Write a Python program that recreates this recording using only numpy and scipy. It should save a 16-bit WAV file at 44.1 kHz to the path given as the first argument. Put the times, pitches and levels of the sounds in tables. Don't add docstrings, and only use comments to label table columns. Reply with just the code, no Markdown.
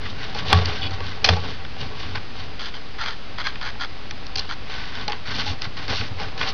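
import sys
import numpy as np
from scipy import signal
from scipy.fft import rfft, irfft, next_fast_len
from scipy.io import wavfile
from scipy.ndimage import map_coordinates

SR = 44100
rng = np.random.default_rng(int(sys.argv[2]) if len(sys.argv) > 2 else 0)


def amplitude_ratio(level_db):
    exponent = np.asarray(level_db, float) / 20
    return 10 ** exponent


def file_out(sig):
    cols = np.atleast_2d(sig).T
    lim = np.clip(cols, -1, 1)
    pcm = np.round(lim * 32767).astype(np.int16)
    wavfile.write(sys.argv[1], SR, pcm)


N = 288193


def unit(x):
    return x / np.sqrt(np.mean(x ** 2) + 1e-20)


def along(points, hz):
    f, v = np.transpose(points)
    return np.interp(np.log(hz + 1), np.log(f + 1), v)


def curves(rows):
    s, *cols = np.transpose(rows)
    return [np.interp(np.arange(N) / SR, s, c) for c in cols]


def wobble(rate):
    knots = rng.standard_normal(int(N * rate / SR) + 4)
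    return map_coordinates(knots, [np.arange(N) * rate / SR])


def filtered(x, response):
    m = next_fast_len(len(x) + 8192)
    return irfft(rfft(x, m) * response(np.fft.rfftfreq(m, 1 / SR)), m)[:len(x)]


def resonant(x, modes):
    def response(f):
        return sum((-1) ** k * amplitude_ratio(db) * 1j * f * width / (hz * hz - f * f + 1j * f * width)
                   for k, (hz, width, db) in enumerate(modes))
    return filtered(x, response)


def grit(rate, spread_db, clump_db):
    size_db = spread_db * np.minimum(rng.exponential(size=N), 3)
    breaks = rng.random(N) < rate / SR
    clicks = breaks * amplitude_ratio(size_db) * rng.standard_normal(N)
    rubbing = 0.69 * rng.standard_normal(N)
    return (unit(clicks) + rubbing) * amplitude_ratio(clump_db * wobble(90))


def swell(start, rise, fall, ends_db, bend=1):
    t = np.arange(N) / SR - start
    gate = np.clip(np.minimum(t / .003, 1 + (rise + fall - t) / .012), 0, 1)
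    away = np.interp(t, [0, rise, rise + fall], [-1, 0, 1])
    return gate * amplitude_ratio(np.where(away < 0, *ends_db) * np.abs(away) ** bend)


def add(track, s, sound):
    part = track[round(s * SR):][:len(sound)]
    part += sound[:len(part)]


# (frequency [Hz], level [dB per Hz])
HUM = [(8.8, -36.5), (15, -1.5), (33, -12.5), (49, -9.5), (101, -21.5), (250, -24), (620, -34), (2000, -61)]
# (frequency [Hz], level [dB per Hz])
HISS = [(100, -51), (500, -34.5), (1200, -32.5), (2690, -34.5), (5200, -38.5)]


def room():
    def colour(hz):
        hum = amplitude_ratio(along(HUM, hz) - 40 * (hz < 12))
        return np.hypot(hum, amplitude_ratio(along(HISS, hz)))
    return amplitude_ratio(-34 + 0.22 * wobble(3.1)) * unit(filtered(rng.standard_normal(N), colour))


# (start [s], rise [s], fall [s], rubbing level [dB], steel over rubbing [dB])
SLIDES = [(0, 0.065, 0.017, -35, -5.5), (.075, 0.017, 0.055, -52.5, 10.5), (.16, 0.067, 0.13, -38, -1.5),
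          (.345, 0.045, 0.045, -35, 2), (.45, 0.062, 0.018, -34, 5), (.535, 0.011, 0.16, -31, -2),
          (.64, 0.077, 0.16, -35, -1.5), (.905, 0.034, 0.031, -37, -3), (1.01, 0.045, 0.14, -38, -2.5),
          (1.298, 0.009, 0.15, -45.5, 6), (1.4, 0.095, .085, -41, -0.5), (1.77, .04, 0.085, -40.5, 0),
          (1.95, 0.057, 0.15, -40.5, 1), (2.148, 0.01, 0.024, -26.5, -7), (2.35, 0.052, 0.066, -42.5, 1),
          (4.398, 0.0064, 0.095, -43.5, 3), (4.66, 0.075, 0.33, -36.5, -2), (4.94, 0.073, 0.028, -40, -3),
          (5.766, 0.0073, 0.19, -39.5, -2)]
# (start [s], rise [s], fall [s], tearing level [dB], steel over tearing [dB])
CUTS = [
    (5.08, .06, 0.043, -40.5, -10),
    (5.254, 0.072, 0.022, -33.5, -5.5),
    (5.345, 0.053, 0.052, -33, -0.5),
    (5.455, 0.018, .063, -35.5, 1),
    (5.612, 0.039, 0.0197, -33, -6.5),
    (5.878, 0.044, 0.052, -33, -1.5),
    (5.955, 0.033, 0.093, -36, 0.5),
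    (6.183, 0.017, 0.093, -36.5, -5),
    (6.375, 0.042, 0.064, -31, -5),
    (6.463, .032, 0.02, -34.5, 0.5),
]
# (frequency [Hz], width [Hz], level [dB])
SHEET = [(968, 420, -0.5), (1126, 193, 3.5), (1520, 108, 3.5), (1774, 89, 2), (2000, 304, -0.5)]
# (frequency [Hz], width [Hz], level [dB])
PIVOT = [(2377, 92, -2), (2883, 147, 1), (3070, 138, 1), (3642, 350, -0.5)]
# (frequency [Hz], width [Hz], level [dB])
EDGE = [(4020, 190, 1), (4570, 290, 6.5), (4640, 174, 7), (5554, 880, 0.5)]


def strokes():
    levels = np.zeros((3, N))
    for rows, ends_db, bend, pivot_db, edge_db in ((CUTS, (-6.5, -10), 1.25, 0, 3.5),
                                                   (SLIDES, (-13, -12), 0.99, -0.5, 0.5)):
        for s, rise, fall, db, steel_db in rows:
            gains = amplitude_ratio([[db], [db + steel_db + pivot_db], [db + steel_db + edge_db]])
            levels += swell(s, rise, fall, ends_db, bend) * gains
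    fibres = grit(rate=1500, spread_db=-1.0, clump_db=1.5)
    steel = 0.4 * fibres + grit(rate=3000, spread_db=5.5, clump_db=2.0)
    sheet = resonant(resonant(fibres, SHEET), [(1420, 6400, 0)])
    pivot = resonant(resonant(steel, PIVOT), [(3220, 2800, 0)])
    edge = resonant(resonant(steel, EDGE), [(4670, 10000, 0)])
    return levels[0] * unit(sheet) + levels[1] * unit(pivot) + levels[2] * unit(edge)


# (time [s], level [dB])
WEIGHT = [(0, -36), (.5, -36), (.62, -30), (1.1, -38), (1.22, -37.5), (1.45, -39), (1.6, -41), (2.1, -35.5),
          (2.3, -43), (2.46, -38.5), (2.7, -45), (4.9, -41), (5.2, -44), (5.45, -39.5), (5.75, -46),
          (6.1, -39), (6.53, -38.5)]
# (start [s], rise [s], fall [s], drum level [dB], ribs over drum [dB])
BUMPS = [(.03, 0.03, 0.093, -35, -20), (0.319, 0.15, 0.098, -31, -3.5), (0.489, 0.03, .13, -31, 6),
         (.66, 0.037, 0.045, -35, 5), (0.799, .07, 0.091, -29.5, -8.5), (0.989, 0.092, 0.081, -30, -15),
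         (1.232, 0.075, 0.09, -29.5, 3.5), (1.41, .03, 0.058, -40.5, 8.5), (1.46, 0.04, 0.046, -30, -13),
         (1.78, 0.053, 0.086, -28.5, -13), (2.09, 0.089, 0.044, -28.5, -23), (4.36, 0.033, .06, -40, 2.5),
         (4.96, 0.066, 0.024, -32, -5), (5.07, 0.011, 0.067, -41.5, 11), (5.279, 0.11, 0.12, -27.5, -9.5),
         (5.48, 0.052, 0.024, -25.5, -13), (5.63, 0.045, 0.03, -27, -18), (5.76, 0.039, 0.091, -33, -8),
         (5.88, .03, 0.05, -26, -1), (6, 0.016, 0.039, -22, -8.5), (6.04, 0.077, 0.053, -31, -19),
         (6.17, 0.047, 0.073, -41.5, 8), (6.22, 0.049, 0.042, -34, -0.5), (6.361, 0.067, 0.12, -34, 3.5)]
# (frequency [Hz], width [Hz], level [dB])
DRUM = [(85.6, 20.3, 4), (122.2, 45, -6)]
# (frequency [Hz], width [Hz], level [dB])
FLAP = [(155, 66, -1), (290, 61, -4.5)]
# (frequency [Hz], width [Hz], level [dB])
RIBS = [(424.4, 33, 0.5), (773.7, 13, -0.5), (1132.4, 6.5, 1), (580, 1100, -12)]


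def drag():
    weight_db, = curves(WEIGHT)
    levels = amplitude_ratio([weight_db, weight_db - 8, weight_db - 5.5])
    for s, rise, fall, db, ribs_db in BUMPS:
        gains = amplitude_ratio([[db], [db - 5 + 0.53 * ribs_db], [db + ribs_db]])
        levels = np.hypot(levels, swell(s, rise, fall, ends_db=(-9, -10.5)) * gains)
    drum = resonant(resonant(rng.standard_normal(N), DRUM), [(100, 300, 0)])
    flap = resonant(resonant(rng.standard_normal(N), FLAP), [(199, 660, 0)])
    ribs = resonant(grit(rate=1500, spread_db=5.5, clump_db=2.5), RIBS)
    return levels[0] * unit(drum) + levels[1] * unit(flap) + levels[2] * unit(ribs)


# (time [s], peak level [dB], brightness [dB a step from tray to sheet to pivot to tips])
TRAY_TAPS = [
    (.349, -25.5, -1),
    (.91, -26, 4),
    (1.297, -16.5, -0.5),
    (1.367, -26, -3),
    (2.156, -25, -0.5),
    (5.081, -15.5, -0.5),
    (5.1, -27, 0),
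    (5.466, -30.5, -3),
]
FIBRE_SNAGS = [(1.337, -24.5, 8.5), (1.651, -30.5, 5), (2.596, -33.5, -3), (2.742, -32, 5), (2.986, -38, 2),
               (3.014, -36, 14), (3.062, -28, 4), (3.558, -29.5, 5), (3.614, -29, 7.5), (3.625, -39, 5),
               (3.662, -34, -6), (3.754, -34, -3), (5.122, -27, 11.5), (5.131, -22.5, 3), (5.4, -25, 5),
               (5.654, -29, 4), (6.014, -24, 5), (6.414, -18, 5.5), (6.431, -21, 5), (6.2, -28, -6)]
BLADE_NICKS = [
    (.487, -37, -3),
    (.658, -18.5, 9),
    (1.263, -18.5, -3),
    (3.388, -44, -3),
    (4.111, -25, -4),
    (4.268, -29.5, 1),
    (4.532, -45, -1),
    (5.344, -33.5, -4),
    (5.621, -20.5, -2.5),
    (5.769, -37, 0),
]
BLADE_SCUFFS = [
    (4.358, -17, 0.5),
    (4.374, -22, 1),
    (4.383, -19.5, 0),
    (4.394, -16, 3),
]
# (frequency [Hz], width [Hz], level [dB])
KNOCK = [(463, 16, -7.5), (833, 19, -0.5)]


def ticks():
    out, t = np.zeros(N), np.arange(SR // 16) / SR
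    nick_db = (-25.5, -11, -8, 2)
    for rows, shares_db, hold, t60 in ((TRAY_TAPS, (-3, -7, -11, -1.5), .002, .014),
                                       (FIBRE_SNAGS, (-5, 1, -9, -18.5), .0015, .008),
                                       (BLADE_NICKS, nick_db, .0012, .008),
                                       (BLADE_SCUFFS, nick_db, .004, .014)):
        shape = np.minimum(t / .0004, 1) * amplitude_ratio(-60 * np.maximum(t - hold, 0) / t60)
        for s, db, bright_db in rows:
            puff = shape * np.sign(rng.standard_normal(len(t)))
            for k, body in enumerate((KNOCK, SHEET, PIVOT, EDGE)):
                ring = resonant(puff, body)
                step = k - np.argmax(shares_db)
                level = amplitude_ratio(db + shares_db[k] + step * bright_db - 7.5)
                add(out, s - .002, level * ring / np.std(ring[:SR // 150]))
    return out


# (time [s], peak level [dB], rise [s], rattle level [dB], share into the tray [ratio])
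SNAPS = [
    (.5286, 2.8, .0004, -24, 2.4),
    (1.2432, -.4, .0055, -14, .4),
    (1.2868, -1.5, .0045, -19, 1.6),
]
# (frequency [Hz], width [Hz], level [dB])
THUD = [(767, 147, 2), (1170, 49, -1.5), (1296, 700, -8.5), (2100, 170, -8)]


def snaps():
    out, t = np.zeros(N), np.arange(SR // 3) / SR
    snap_t60_s, rattle_t60_s, ring_t60_s, thud_t60_s = .015, 0.29, 0.2, .028
    for s, db, rise, rattle_db, tray in SNAPS:
        after = np.maximum(t - rise, 0)
        fading = amplitude_ratio(-60 * after / snap_t60_s) + amplitude_ratio(rattle_db - 60 * after / rattle_t60_s)
        burst = np.sqrt(np.minimum(t / rise, 1)) * fading * np.sign(rng.standard_normal(len(t)))
        crack = unit(resonant(burst, EDGE + [(2224, 770, 0), (5840, 700, -1.1)]))
        crack = crack + (.2 + .25 * tray) * unit(resonant(burst, PIVOT))
        crack = crack + 0.81 * tray * unit(resonant(burst, THUD))
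        ring = sum(amplitude_ratio(-27 + level - 60 * t / ring_t60_s) * np.sin(2 * np.pi * hz * t)
                   for hz, _, level in RIBS[:3])
        thud = sum(amplitude_ratio(-17 + level - 60 * after / thud_t60_s) * np.sin(2 * np.pi * hz * after)
                   for hz, _, level in THUD[:2])
        blow = crack / np.abs(crack).max() + tray * (ring / (1 + rise / .002) + thud)
        add(out, s, amplitude_ratio(db) * blow / np.abs(blow).max())
    return out


# (time [s], peak level [dB])
SLAPS = [
    (.5357, -7.5),
    (1.2958, -10.5),
]


def slaps():
    out, t = np.zeros(N), np.arange(SR // 3) / SR
    hold_s, lift_s, lift_db, t60_s = .048, .008, -6.5, .4
    drop_db = np.interp(t, [0, hold_s, hold_s + lift_s], [0, 0, lift_db])
    shape = (1 - np.exp(-t / 0.0013)) * amplitude_ratio(drop_db - 60 * np.maximum(t - hold_s, 0) / t60_s)
    tones = sum(amplitude_ratio(db) * np.sin(2 * np.pi * hz * t) for hz, db in ((88, 0), (171, -15), (138, -17)))
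    for s, db in SLAPS:
        add(out, s, amplitude_ratio(db) * shape * tones)
    return out


# (start [s], rise [s], fall [s], level [dB])
CHAFES = [
    (.8, .006, .012, -41),
    (.818, .003, 0.024, -27.5),
    (.851, .004, 0.023, -30),
]
# (frequency [Hz], width [Hz], level [dB])
SQUEAK = [(2460, 130, -8), (2950, 50, 0), (3390, 100, 0), (3790, 120, -10), (4500, 400, -13)]


def squeak():
    level = sum(amplitude_ratio(db) * swell(s, rise, fall, ends_db=(-2, -4.5)) for s, rise, fall, db in CHAFES)
    return level * unit(resonant(grit(rate=2700, spread_db=1.5, clump_db=2.5), SQUEAK))


# (start [s], rise [s], fall [s], tearing level [dB], steel over tearing [dB])
CRUNCHES = [
    (2.591, 0.051, 0.053, -36.5, 0.5),
    (2.737, .005, 0.032, -38.5, -0.5),
    (2.982, 0.042, 0.014, -29, -6.5),
    (3.03, 0.043, 0.066, -31.5, -4.5),
    (3.378, 0.014, 0.032, -30, -6.5),
    (3.438, 0.034, 0.018, -28, -5),
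    (3.491, .005, 0.039, -40, -5),
    (3.61, 0.051, 0.043, -31.5, -5.5),
    (3.795, 0.028, 0.027, -30, -4.5),
    (4.489, 0.015, .03, -31.5, -3.5),
]
# (frequency [Hz], width [Hz], level [dB])
JAWS = [(2960, 890, 10), (3570, 50, -5)]
# (frequency [Hz], width [Hz], level [dB])
TIPS = [(4020, 170, 3), (4760, 650, -4.5), (6120, 760, -1)]


def crunches():
    levels = np.zeros((2, N))
    for s, rise, fall, db, steel_db in CRUNCHES:
        levels += swell(s, rise, fall, ends_db=(-7, -6), bend=1.9) * amplitude_ratio([[db], [db + steel_db]])
    fibres = grit(rate=900, spread_db=2, clump_db=1.2)
    slack, taut = (unit(resonant(fibres, [(hz * pitch, width, db) for hz, width, db in SHEET]))
                   for pitch in (.92, 1.06))
    turn = np.pi / 4 * (1 + np.tanh(3.0 * wobble(22)))
    sheet = resonant(np.cos(turn) * slack + np.sin(turn) * taut, [(1430, 2000, 0)])
    jaws = resonant(resonant(fibres, JAWS), [(3300, 540, 0)])
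    tips = resonant(resonant(fibres, TIPS), [(4940, 4300, 0)])
    steel = amplitude_ratio(-0.5) * unit(jaws) + amplitude_ratio(-0.5) * unit(tips)
    return levels[0] * unit(sheet) + levels[1] * steel


def scene():
    return (room() + strokes() + drag() + ticks() + snaps() + slaps() + squeak() + crunches())[None]


def top_cut(x):
    return signal.sosfilt(signal.butter(12, 12400, fs=SR, output="sos"), x)


# (frequency [Hz], gain [dB])
MICROPHONE = [(20, -5), (4900, 3), (5500, -6.5), (6200, -11.5), (6700, -20), (7100, -37.5), (7500, -70.5),
              (22000, -85)]


def record(dry):
    x = filtered(dry[0], lambda hz: amplitude_ratio(along(MICROPHONE, hz))) - .0617
    x = x + amplitude_ratio(-86) * np.sin(np.pi * np.arange(N) / 2 + 1)
    return top_cut(np.clip(x, -1, 1)[None])


dry = scene()
out = record(dry)
file_out(out)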